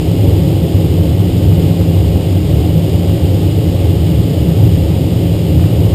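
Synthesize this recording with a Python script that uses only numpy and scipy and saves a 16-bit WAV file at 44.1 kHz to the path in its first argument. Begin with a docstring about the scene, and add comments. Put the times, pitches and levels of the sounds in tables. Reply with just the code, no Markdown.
"""A low, buffeting boom and a steady rush of air, heard inside the cockpit of a glider in flight.
Turbulence shakes the shell and the cabin air; the flow rings the canopy and hisses through its seals.
Gusts swell and fade, one of them with two faint crackles at its top. The microphone is a small
camera's, behind the pilot and close to overload; its low-rate sample hold adds a thin sizzle."""
import sys
import numpy as np
from scipy import signal
from scipy.fft import rfft, irfft
from scipy.io import wavfile
from scipy.ndimage import uniform_filter1d

SR = 44100
rng = np.random.default_rng(int(sys.argv[2]) if len(sys.argv) > 2 else 0)


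def transcribe(u):
    """Save the signal u as a 16-bit wav file named by the first command-line argument.

    u: samples, shape (n,) or (channels, n), limited to [-1, 1]; the rate is SR.
    q: integer samples, one column per channel.
    """
    v = np.clip(np.atleast_2d(u).T, -1, 1)
    q = np.round(v * 32767).astype(np.int16)
    wavfile.write(sys.argv[1], SR, q)


N = 261954


def undb(db):
    """Decibels to gain."""
    return 10 ** (np.asarray(db) / 20)


def shaped_noise(gain):
    """Noise of rms 1, its spectrum shaped by a gain at each frequency."""
    x = irfft(rfft(rng.standard_normal(N)) * gain, N)
    return x / x.std()


def broad_noise(points):
    """Noise with a smooth spectrum through (Hz, relative dB) points."""
    hz, db = np.transpose(points)
    freqs = np.maximum(np.fft.rfftfreq(N, 1 / SR), 1)
    return shaped_noise(undb(np.interp(np.log(freqs), np.log(hz), db)))


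def resonant_noise(peaks):
    """Noise ringing in steep-sided spectral peaks whose powers add."""
    freqs = np.maximum(np.fft.rfftfreq(N, 1 / SR), 1)
    power = 0
    for hz, width, db in peaks:
        detune = (freqs / hz - hz / freqs) * hz / width
        power += (undb(db) / (1 + (np.sqrt(2) - 1) * detune ** 2)) ** 2
    return shaped_noise(np.sqrt(power))


def steady(x, span_s):
    """Evens out swells longer than the span and keeps the quick flutter."""
    size = int(span_s * SR)
    local_power = uniform_filter1d(uniform_filter1d(x ** 2, size), size)
    return x / np.sqrt(local_power)


def wander(rate_hz):
    """A smoothed run of random levels, with a spread of 1."""
    step = int(SR / rate_hz)
    held = np.repeat(rng.standard_normal(N // step + 1), step)
    smooth = uniform_filter1d(uniform_filter1d(held, step), step)[:N]
    return smooth / smooth.std()


def gust_lifts():
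    """Gusts swell and fade as bell curves; gives the lifts of boom, drone and rush in dB."""
    # Each row: peak time in seconds, length in seconds, then the lifts of boom, drone and rush in dB.
    gusts = [(0.273, .18, 4, -1.5, 2.5), (0.48, 0.27, 0.5, 3, 1.5), (0.92, 0.34, 1.5, 1, 1.4),
             (1.62, 0.49, 1.5, 4.5, 1.2), (2.083, 0.24, 4, 1, -0.5), (2.607, .16, 1, -1, 2),
             (2.775, 0.096, -3, 6.5, -0.5), (3.33, .3, 2.5, -1, 1), (3.86, 0.33, 3.5, -3, 0.5),
             (4.098, .2, -1, 3, -0.5), (4.52, .08, -3.5, 7, 0), (4.648, 0.15, 7, 0, 0.5),
             (5.61, 0.14, 6, 5, 0.5), (5.83, 0.17, 5.5, 0.5, 1)]
    t = np.arange(N) / SR
    return sum(np.outer(lifts_db, np.exp(-(2 * (t - peak_s) / length_s) ** 2))
               for peak_s, length_s, *lifts_db in gusts)


def crackles(half_length_s=0.0013):
    """Faint, dull bursts at the top of a gust, a few milliseconds each."""
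    # The crackles. Each row: time in seconds, peak level in dB.
    peaks = [(5.596, -23), (5.641, -23)]
    # Their colour. Each row: frequency in Hz, relative spectral level in dB.
    tone = [(300, 4), (900, 7), (1600, 0), (3000, -11), (6000, -14)]
    t = np.arange(N) / SR
    bursts = sum(undb(db) * np.exp(-((t - peak_s) / half_length_s) ** 2) for peak_s, db in peaks)
    return bursts * broad_noise(tone)


def seal_leak(hiss_db=-34, ring_db=-43, flutter_db=0.31):
    """Air hisses through the canopy seals, with a faint ring from cabin reflections."""
    # The leaking air. Each row: frequency in Hz, relative spectral level in dB.
    hiss_spectrum = [(700, -29), (1250, -7.5), (1370, -11.5), (1700, -11.5), (1950, -9), (2620, -6),
                     (2800, -2), (3050, -2.5), (3400, -3.5), (4300, -9), (5000, -7), (5350, -10.5),
                     (5700, -18), (6000, -21.5)]
    # Narrow peaks in the hiss. 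Each row: frequency in Hz, width in Hz, relative level in dB.
    hiss_peaks = [(1950, 50, -6), (2105, 46, -5), (2183, 50, -6), (2477, 32, -4), (2887, 120, -0.5),
                  (3060, 60, -0.5), (3286, 50, -3), (4810, 56, -4.5), (4960, 80, -9)]
    hiss = broad_noise(hiss_spectrum) * undb(hiss_db)
    ring = resonant_noise(hiss_peaks) * undb(ring_db)
    return (hiss + ring) * undb(flutter_db * wander(rate_hz=22))


def turbulence_rumble(level_db=-23):
    """Broad turbulence lying under the resonances."""
    # The rumble. Each row: frequency in Hz, relative spectral level in dB.
    spectrum = [(8, -18), (20, -3), (30, -1), (44, 1), (60, -1), (130, 4), (215, 3), (400, -9.5), (700, -9),
                (1000, -37), (1600, -44), (3000, -65)]
    return broad_noise(spectrum) * undb(level_db)


def canopy_rush(lift_db, level_db=-19.5):
    """The flow overhead rings the canopy."""
    # Canopy modes. 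Each row: frequency in Hz, width in Hz, relative level in dB.
    canopy_modes = [(263, 15.6, 0), (304.5, 25.4, -0.5), (317.2, 32, 0.5), (372, 59, -5), (427.5, 55, -6),
                    (519, 41, -20.5), (533, 46, -6), (590, 28, -14.5), (707, 73, -19), (802, 76, -19.5),
                    (895, 80, -24.5), (1084, 95, -29.5)]
    return steady(resonant_noise(canopy_modes), span_s=0.17) * undb(level_db + lift_db)


def shell_drone(lift_db, level_db=-16.5):
    """Turbulent air sets the fuselage droning all around the microphone."""
    # Shell modes. Each row: frequency in Hz, width in Hz, relative level in dB.
    shell_modes = [(141.7, 13, -10), (151.8, 12.4, -7), (167.5, 7, 1), (182, 15, -12.5)]
    return steady(resonant_noise(shell_modes), span_s=0.14) * undb(level_db + lift_db)


def cabin_boom(lift_db, level_db=-12.5, buffet_db=1.5):
    """Gusts pump the cabin air into a boom that shakes with quick buffeting."""
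    # Long air modes of the cabin. Each row: frequency in Hz, width in Hz, relative level in dB.
    air_modes = [(74.1, 5.1, -4.5), (84.2, 18, -8), (95.4, 10, -2), (105.7, 19.4, -6)]
    boom = steady(resonant_noise(air_modes), span_s=0.11)
    return boom * undb(level_db + lift_db + buffet_db * wander(rate_hz=35))


def scene():
    """Everything reaches one microphone behind the pilot."""
    boom_lift, drone_lift, rush_lift = gust_lifts()
    buffeting = cabin_boom(boom_lift) + shell_drone(drone_lift) + turbulence_rumble()
    slipstream = canopy_rush(rush_lift) + seal_leak()
    return (buffeting + slipstream + crackles())[None]


def record(dry, hold_hz=12000, top_hz=15250, knee=40):
    """The camera holds each sample, mirroring the sound around the hold rate; peaks at overload flatten."""
    slow = signal.resample(dry, round(N * hold_hz / SR), axis=-1)
    stairs = np.repeat(slow, 4, axis=-1)
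    held = signal.resample(stairs, N, axis=-1)
    flattened = held / (1 + np.abs(held) ** knee) ** (1 / knee)
    steep_lowpass = signal.ellip(12, .1, 90, top_hz, fs=SR, output="sos")
    return signal.sosfilt(steep_lowpass, flattened)


dry = scene()
out = record(dry)
transcribe(out)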